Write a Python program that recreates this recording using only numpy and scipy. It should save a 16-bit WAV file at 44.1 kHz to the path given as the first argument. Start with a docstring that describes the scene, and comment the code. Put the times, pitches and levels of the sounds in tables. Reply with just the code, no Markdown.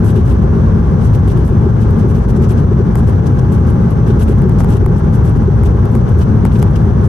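"""Aircraft cabin, window seat over the wing, on the takeoff roll: rumble and roar at constant thrust.
Filtered noise gives the jet, wheels, air and heaving airframe; wavering sines give the engine tones.
Bumps excite the decaying modes of a wall panel; a plastic case at the microphones rubs (crackling
hiss) and ticks (impulses into its modes). A limiter holds down the peaks of this very loud sound."""
import sys
import numpy as np
from scipy import signal
from scipy.fft import rfft, irfft
from scipy.io import wavfile
from scipy.ndimage import uniform_filter1d, minimum_filter1d

SR = 44100
rng = np.random.default_rng(int(sys.argv[2]) if len(sys.argv) > 2 else 0)


def store_pcm(level_fs):
    """Save levels as 16-bit WAV."""
    pcm = np.round(np.clip(level_fs, -1, 1) * 32767).astype(np.int16)
    wavfile.write(sys.argv[1], SR, np.atleast_2d(pcm).T)


N = 312228
TIME = np.arange(N) / SR  # t/s
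BINS = np.maximum(np.arange(N // 2 + 1) * SR / N, 1)  # f/Hz of the spectrum, at least 1

# Sound field at the two microphones: [f/Hz, left minus right level/dB]
FIELD_BALANCE = [(50, -1), (120, 3), (300, 1), (470, 5.5), (700, 0.5), (1050, -1), (1550, 5.5), (2100, 1),
                 (3000, 6.5), (5900, 8), (7200, 2.5), (10000, 0)]
# Likeness of the two channels: [f/Hz, share 0-1]
FIELD_LIKENESS = [(60, .997), (100, .98), (160, .94), (300, .85), (410, .88), (520, .35), (620, .45),
                  (800, .15), (1500, .6), (2300, .15), (8000, .2), (9500, .95)]
# Phase by which left leads right: [f/Hz, phase/rad]
FIELD_LEAD = [(25, .05), (60, .09), (110, .22), (250, .28), (400, .22), (500, -1), (620, -2.4), (800, -2.4),
              (1100, -1.2), (1600, -.6), (3000, 0)]

# Air rushing along the skin and through the vents: [f/Hz, relative density level/dB per Hz]
AIR_COLOUR = [(1500, -11), (2500, -4), (3200, 2), (4000, -3.5), (5300, -4), (5850, 1), (6500, -4.5),
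              (7100, -14.5), (9000, -11), (13000, -25)]

# Rubbing of the case: [f/Hz, relative density level/dB per Hz]
RUB_COLOUR = [(1500, -12), (2100, -2.5), (2850, 7), (4200, -2.5), (5300, -0.5), (5800, 3.5), (6500, 1),
              (7100, -5.5), (8000, 1.5), (8700, -3), (11200, -2.5), (13000, -11.5)]
# Rubbing at the two microphones: [f/Hz, left minus right level/dB]
RUB_BALANCE = [(2000, -1), (2850, 7.5), (4200, 0.5), (5800, 11), (7100, 2), (8000, 5), (10000, -0.5)]
# Slides of the case on the stronger jolts, before the common gain:
# [t/s halfway up the rise, length/s, level/dB, extra level/dB in the lower part of the hiss]
RUBS = [(0.041, 0.078, -43, 1), (0.153, 0.047, -47, 4), (0.25, 0.035, -46.5, 0.5), (0.293, 0.036, -46.5, 3),
        (1.006, 0.078, -48, 3.5), (1.13, 0.029, -44.5, 2), (1.278, 0.044, -42.5, 1),
        (1.36, 0.045, -48.5, 3.5), (1.446, 0.042, -44.5, -2), (1.798, 0.042, -47, 5),
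        (1.987, 0.032, -49, 2), (2.076, 0.043, -49, -2), (2.146, 0.049, -49, 3), (2.282, 0.032, -46, -4),
        (2.362, 0.02, -46.5, -1), (2.42, 0.029, -42, 0.5), (2.488, 0.039, -40.5, -2),
        (2.57, 0.035, -49.5, 7), (2.951, 0.054, -45.5, -4), (3.07, 0.032, -45.5, 0),
        (3.258, 0.019, -41, -2), (3.388, 0.012, -45, 0), (3.517, 0.045, -47, -1), (3.668, 0.041, -48, -6),
        (3.903, 0.038, -49.5, 0), (4.064, 0.052, -51, 11), (4.192, 0.051, -40.5, 1.5),
        (4.276, 0.051, -45.5, 1), (4.516, 0.012, -51, 0), (4.585, 0.035, -44.5, 1.5),
        (4.683, 0.044, -44, 2), (4.723, 0.054, -43, 1), (4.966, 0.024, -47, -3), (5.129, 0.034, -46.5, -2),
        (5.238, 0.064, -45, -3), (5.354, 0.025, -52, -1), (5.643, 0.031, -43, 0), (5.91, 0.064, -52, 0),
        (6.078, 0.019, -45.5, 2), (6.177, 0.062, -44.5, 0.5), (6.45, 0.02, -48, 8),
        (6.517, 0.056, -46.5, 4.5), (6.588, 0.004, -38, 2), (6.62, 0.005, -40, 5), (6.757, 0.011, -42.5, 4),
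        (7.035, 0.056, -51, 2)]

# Airframe heaving on its wheels: [f/Hz, relative density level/dB per Hz]
HEAVE_COLOUR = [(14, 4.5), (25, -3), (36, -8.5), (42, 4.5)]
# Dips in the runway that rock it harder: [t/s, width/s, added level/dB]
SWAYS = [(0.75, .06, -29), (1.04, 0.088, -23), (1.37, .05, -28), (2.0, 0.043, -35), (2.25, .1, -34),
         (3.02, 0.052, -19), (3.73, .07, -26), (4.17, 0.087, -28), (4.65, .08, -22), (4.87, .06, -19),
         (5.15, .08, -28), (5.42, .06, -34)]

# Snaps of the case, before scatter: [t/s, level/dB of the crack, level/dB of the knock in its body]
TICKS = [(1.277, -36, -16), (1.9086, -39, -18), (2.9555, -24, -4), (4.3852, -39, -19), (4.42, -36.5, -12),
         (4.4948, -31.5, -12), (4.6053, -27.5, -4), (4.6376, -32.5, -8), (4.6454, -29.5, -7),
         (4.8622, -24.5, -1.5), (5.6356, -27, -5), (5.8556, -35, -11), (5.9523, -29, -7),
         (6.4524, -23.5, -2), (6.6276, -21, -4), (6.7098, -41, -12)]
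# Modes of the case, relative to the snap: [f/Hz, left level/dB, right level/dB, t60/s]
CASE_MODES = [(470, -8, -20, .028), (735, -10.5, -15.5, .017), (925, -9.5, -14.5, .012),
              (1130, -11, -18, .012), (1490, -16, -25, .014), (1780, -19, -29, .009),
              (2200, -17, -23, .006), (3100, -3.5, -9.5, .0048), (5000, -4, -7.5, .0034),
              (6700, -2.5, -11.5, .0026), (9200, 1.5, 1.5, .002), (11300, 4, 4, .0017)]

# Knocks of the wall panel, loud and soft, before the common gain: [t/s at the crest, level/dB]
KNOCKS = [(0.169, -11.5), (0.187, -12), (0.567, -18), (1.297, -17), (1.389, -14.5), (1.512, -14),
          (1.667, -8.5), (2.046, -12), (2.076, -14), (2.183, -13.5), (2.388, -10), (2.51, -10.5),
          (2.717, -10.5), (2.803, -9.5), (4.103, -11.5), (4.299, -9), (4.457, -10.5), (4.473, -12.5),
          (4.759, -16), (4.828, -12), (4.871, -14), (4.908, -15), (5.484, -7.5), (5.749, -15), (5.784, -20),
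          (5.956, -12), (6.171, -15.5), (6.657, -20)]
# Modes of the wall panel, before the common ring gain: [f/Hz, level/dB, t60/s]
PANEL_MODES = [(328, -3, 0.087), (368, -6, .12), (411, 0, .14)]

# Shaft, fan and turbine tones, before the common gain:
# [f/Hz, left level/dB, right level/dB, share 0-1 of the fan swell]
TONES = [(56, -24, -24.5, 0), (80.5, -23.5, -24, 0), (278.5, -36, -36, 0), (404, -33, -38, 0),
         (823.6, -48.5, -40.5, 1), (1105.4, -53, -43, 0), (1648, -57, -66, 0), (4124, -69, -77, 0),
         (5857, -66, -71, 0)]
# Swell of the fan tone, scaled by that share: [t/s, level/dB]
FAN_SWELL = [(0, 0), (2.9, -2), (3.4, 4), (4.0, 6), (4.25, 1), (4.8, 7.5), (5.1, 3.5), (6.0, 1.5),
             (7, -0.5)]

# Jet roar through the wall: [f/Hz, relative density level/dB per Hz]
ROAR_COLOUR = [(250, -3.5), (305, 0.5), (330, 9), (390, 6.5), (414, 10.5), (458, 7.5), (478, 10), (520, 8),
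               (650, 2), (900, 0.5), (1200, -2.5), (1600, -6), (1800, -13), (2300, -20.5), (4000, -34)]

# Body-borne rumble: [f/Hz, relative density level/dB per Hz]
RUMBLE_COLOUR = [(48, -12), (54, -2.5), (72, -2.5), (108, 1), (138, -2.5), (152, -6.5), (168, -3.5),
                 (195, -10.5), (218, -6.5), (255, -17), (305, -20.5), (410, -19), (650, -39.5)]
# Boom, the loudest part of the rumble, relative: [t/s, level/dB]
BOOM_LEVEL = [(0, -1), (0.25, 1.5), (0.4, -2.5), (0.6, -0.5), (0.92, -5), (1.13, 4), (1.45, -2), (1.7, 2),
              (1.87, -0.5), (2.07, -2), (2.25, -1.5), (2.75, 1), (2.95, -1.5), (3.1, 1), (3.68, 0.5),
              (3.85, -4), (4.0, -1.5), (4.5, 1.5), (4.72, -1), (4.85, 2), (5.1, 1), (5.32, 2.5), (5.5, 1.5),
              (6.25, 1.5), (6.38, -1.5), (6.56, 0.5), (6.72, 1), (7.08, 0.5)]
# Brief sags of the rumble: [t/s, depth/dB]
SAGS = [(0.86, 6), (1.49, 3.5), (2.235, 9), (2.97, 4.5), (3.9, 7), (5.01, 8), (5.17, 4.5), (5.885, 8),
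        (6.75, 7)]

# rms levels/dB; those of rumble, roar and air stand for constant thrust
AIR_DB, HEAVE_DB, ROAR_DB, RUMBLE_DB = -50.5, -42.5, -25, -7.5
BOOM_HZ, BOOM_OCTAVES = 100, 0.43  # centre, half width
PANEL_HZ, PANEL_SCATTER_HZ = 382.7, 10
# Further bumps and lesser jolts by chance; levels before the common gains
SOFT_KNOCKS_PER_S, SOFT_KNOCK_DB = 3.5, -20.5
SOFT_RUBS_PER_S, SOFT_RUB_S, SOFT_RUB_DB = 2.5, 0.023, -59.5
CUTOFF_HZ = 15800


def from_db(db):
    """A level in decibels is 20 times the logarithm of the amplitude ratio; this inverts it."""
    return 10 ** (np.asarray(db) / 20)


def rms_one(x):
    """Normalization divides a signal by its root-mean-square value."""
    return x / np.sqrt(np.mean(x ** 2) + 1e-20)


def over_hz(points):
    """Linear interpolation on a logarithmic frequency axis joins (f/Hz, value) points."""
    hz, value = np.transpose(points)
    return np.interp(np.log(BINS), np.log(hz), value)


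def drift(rate):
    """Low-passed white noise, of rms 1, is a slow random fluctuation of about `rate` turns a second."""
    spectrum = rfft(rng.standard_normal(N)) / (1 + (BINS / rate) ** 2)
    return rms_one(irfft(spectrum, N))


def noise(colour, balance):
    """Partial coherence: the right channel shares part of the left's shaped noise; joint rms 1."""
    left, other = rfft(rng.standard_normal((2, N)))
    alike = np.clip(over_hz(FIELD_LIKENESS), 0, 1)
    right = alike * left + np.sqrt(1 - alike ** 2) * other
    right = right * np.exp(-1j * over_hz(FIELD_LEAD)) * from_db(-over_hz(balance))
    # steep fall beyond both ends of the colour
    ends = np.minimum(1, np.minimum(BINS / colour[0][0], colour[-1][0] / BINS)) ** 3
    shaped = np.array([left, right]) * from_db(over_hz(colour)) * ends
    return rms_one(irfft(shaped, N))


def ring(force, hz, t60):
    """A damped resonator answers a unit impulse with a decaying sine of initial height 1."""
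    r = from_db(-60 / (t60 * SR))  # decay per sample
    w = 2 * np.pi * hz / SR
    return signal.lfilter([0, np.sin(w)], [1, -2 * r * np.cos(w), r * r], force + 1e-18)


def add(track, s, sound):
    """Superposition: a short sound is summed into a track from t = s."""
    start = int(np.clip(s * SR, 0, N - 1))
    track[start:start + len(sound)] += sound[:N - start]


def by_chance(per_s, level_db, spread_db=4.0):
    """Stratified chance places one (t/s, level/dB) event at random in each interval 1 / per_s."""
    chance = rng.random((100, 2))
    times = (np.arange(len(chance)) + chance[:, 0]) / per_s
    levels = level_db + spread_db * (2 * chance[:, 1] - 1)
    return [(s, db) for s, db in zip(times, levels) if s < N / SR]


def swell_at(s, width_s):
    """A Gaussian envelope of height 1 is centred on t = s."""
    return np.exp(-np.minimum(((TIME - s) / width_s) ** 2, 30))


def evened(x, evenness, span_s):
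    """Division by a power of the short-time power reduces the random swells of a stereo noise."""
    power = np.mean(x ** 2, axis=0)
    relative = uniform_filter1d(power, int(span_s * SR)) / power.mean()
    return x / relative ** (evenness / 2)


def air():
    """Turbulent flow along the skin and through the vents radiates a broadband hiss."""
    return from_db(AIR_DB) * noise(AIR_COLOUR, FIELD_BALANCE)


def crackle(per_s=260.0, size_db=3.5, grain_s=0.00089, share=.3):
    """Stick-slip: random tiny slips each raise the gain, which decays at once; rms 1."""
    sizes = from_db(size_db * np.minimum(rng.exponential(1, N), 3)) ** 2
    slips = (rng.random(N) < per_s / SR) * sizes
    power = signal.lfilter([1], [1, -np.exp(-1 / (grain_s * SR))], slips + 1e-18)
    return np.sqrt(1 - share + share * power / power.mean())


def case_rubs(gain_db=0.84, rise_s=0.01, fall_s=0.0095, wander_db=3.0, wanders_per_s=30.0,
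              faint_db=-61, faint_spread_db=2.0, low_hz=4300.0, high_hz=7300.0):
    """Sliding friction gives crackly hiss in three wandering bands; a faint stirring lies beneath."""
    low_power, high_power = np.zeros(N), np.zeros(N)
    t = np.arange(SR // 4) / SR
    soft = [(s, SOFT_RUB_S, db, 0) for s, db in by_chance(SOFT_RUBS_PER_S, SOFT_RUB_DB)]
    for s, length, level_db, extra_db in RUBS + soft:
        shape = np.minimum(t / rise_s, 1) * np.exp(-np.maximum(t - length, 0) / fall_s)
        start, level_db = s - rise_s / 2, level_db + gain_db
        add(high_power, start, (from_db(level_db) * shape) ** 2)
        add(low_power, start, (from_db(level_db + extra_db) * shape) ** 2)
    stirring = from_db(faint_db + faint_spread_db * np.clip(drift(14), -2, 2))
    hiss = noise(RUB_COLOUR, RUB_BALANCE)
    low, below_top = (irfft(rfft(hiss) / (1 + (BINS / hz) ** 8), N) for hz in (low_hz, high_hz))
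    bands = [(low, low_power), (below_top - low, np.sqrt(low_power * high_power)),
             (hiss - below_top, high_power)]
    out = np.zeros((2, N))
    for band, power in bands:
        contact = crackle() * from_db(wander_db * drift(wanders_per_s))
        out += band * np.sqrt(power * contact ** 2 + stirring ** 2)
    return out


def heave(swell_db=1.0, swells_per_s=2.0):
    """Rigid-body motion on an uneven runway: slowly swelling low noise, alike at both microphones."""
    level = from_db(HEAVE_DB + swell_db * drift(swells_per_s))
    level = level + sum(from_db(db) * swell_at(s, width) for s, width, db in SWAYS)
    return level * rms_one(noise(HEAVE_COLOUR, FIELD_BALANCE).mean(axis=0))


def case_ticks(scatter_db=.7, body_hz=2500.0):
    """Impulse excitation: a snap cracks in the high modes and knocks hollowly in the low ones."""
    s, crack_db, knock_db = np.transpose(TICKS)
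    at = np.clip(s * SR, 0, N - 1).astype(int)
    chance = rng.standard_normal((len(s), len(CASE_MODES)))
    out = np.zeros((2, N))
    for k, (hz, left_db, right_db, t60) in enumerate(CASE_MODES):
        force = np.zeros(N)
        level_db = knock_db if hz < body_hz else crack_db
        force[at] = from_db(level_db + scatter_db * chance[:, k])
        sign = (-1) ** (k // 2)  # polarity alternates by pairs of modes
        out += sign * ring(force, hz, t60) * from_db([[left_db], [right_db]])
    return out


def panel_knocks(gain_db=0.7, rise_s=0.00616, ring_db=0.5, right_db=-4.0):
    """Modal response: each bump is a soft thud, after which the panel's close modes ring and beat."""
    thuds, t = np.zeros(N), np.arange(SR // 8) / SR
    shape = (t / rise_s * np.exp(1 - t / rise_s)) ** 2
    knocks = KNOCKS + by_chance(SOFT_KNOCKS_PER_S, SOFT_KNOCK_DB)
    for (s, level_db), (turn, detune) in zip(knocks, rng.random((200, 2))):
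        hz = PANEL_HZ + PANEL_SCATTER_HZ * (2 * detune - 1)
        thud = shape * np.sin(2 * np.pi * (hz * t + turn))
        add(thuds, s - rise_s, from_db(level_db + gain_db) * thud)
    rings = np.zeros(N)
    for hz, db, t60 in PANEL_MODES:
        q = np.pi * hz * t60 / np.log(1000)
        rings += from_db(db + ring_db) * signal.lfilter(*signal.iirpeak(hz, q, fs=SR), thuds)
    return (thuds + rings) * from_db([[0], [right_db]])


def engine_tones(gain_db=-1.15, waver_db=1.7, waver_rad=0.73):
    """Rotating sources: tones follow one shaft speed; turbulence makes each waver in phase and level."""
    turns = np.cumsum(1 + .0008 * drift(2)) / SR
    swell_db = np.interp(TIME, *np.transpose(FAN_SWELL))
    out = np.zeros((2, N))
    for hz, left_db, right_db, share in TONES:
        phase = 2 * np.pi * hz * turns + waver_rad * drift(6.4)
        # less likeness between the channels, more phase drift of their own
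        apart = 1 - np.clip(np.interp(hz, BINS, over_hz(FIELD_LIKENESS)), 0, 1)
        level_db = gain_db + share * swell_db + waver_db * drift(2.3)
        for side, side_db in enumerate((left_db, right_db)):
            tone = np.sin(phase + apart * drift(2))
            out[side] += np.sqrt(2) * from_db(side_db + level_db) * tone
    return out


def roar():
    """Turbulent mixing in the jet radiates broadband noise, which the wall dulls."""
    return from_db(ROAR_DB) * noise(ROAR_COLOUR, FIELD_BALANCE)


def rumble(evenness=0.59, span_s=0.08, sag_s=0.014, boom_evenness=0.52, boom_span_s=0.14):
    """Structure-borne sound: exhaust and wheels shake the fuselage, with a surging boom and brief sags."""
    shake = noise(RUMBLE_COLOUR, FIELD_BALANCE)
    boom_band = 1 / (1 + (np.log2(BINS / BOOM_HZ) / BOOM_OCTAVES) ** 8)
    boom = irfft(rfft(shake) * boom_band, N)
    surge = from_db(np.interp(TIME, *np.transpose(BOOM_LEVEL)))
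    shake = shake - boom + surge * evened(boom, boom_evenness, boom_span_s)
    sag_db = sum(depth_db * swell_at(s, sag_s) for s, depth_db in SAGS)
    return from_db(RUMBLE_DB - sag_db) * evened(shake, evenness, span_s)


def scene():
    """Superposition of the sources outside (engines, wheels, air) and inside (panel, case)."""
    outside = air() + heave() + engine_tones() + roar() + rumble()
    inside = case_rubs() + case_ticks() + panel_knocks()
    return outside + inside


def limiter(x, ceiling=0.97, ahead_s=0.0053, release_db_per_s=138.5):
    """Look-ahead gain control: gain ducks just ahead of peaks over the ceiling, then recovers quickly."""
    over_db = 20 * np.log10(np.maximum(np.abs(x).max(axis=0) / ceiling, 1))
    # each overshoot decays at the release rate
    release_db = release_db_per_s * TIME
    held_db = np.maximum.accumulate(over_db + release_db) - release_db
    span = max(int(ahead_s * SR), 2)
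    gain_db = minimum_filter1d(-held_db, 2 * span)
    return x * from_db(uniform_filter1d(uniform_filter1d(gain_db, span), span))


def record(dry, port_hz=11200.0, port_q=9.2, port_db=6.5, turn_hz=10100.0, turn_q=4.0, top_hz=11970.0):
    """Port resonance lifts the treble, which falls away above; a limiter and a low-pass follow."""
    dry = signal.sosfilt(signal.butter(N=6, Wn=top_hz, fs=SR, output="sos"), dry)
    resonance = signal.lfilter(*signal.iirpeak(port_hz, port_q, fs=SR), dry)
    left, right = dry + (from_db(port_db) - 1) * resonance
    # an all-pass turns the left phase back by a whole cycle around turn_hz
    left = left - 2 * signal.lfilter(*signal.iirpeak(turn_hz, turn_q, fs=SR), left)
    lowpass = signal.ellip(10, .2, 80, CUTOFF_HZ, fs=SR, output="sos")
    fade = np.minimum(np.minimum(TIME, TIME[::-1]) / .004, 1)  # 4 ms at each end
    return signal.sosfilt(lowpass, fade * limiter(np.array([left, right])))


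dry = scene()
out = record(dry)
store_pcm(out)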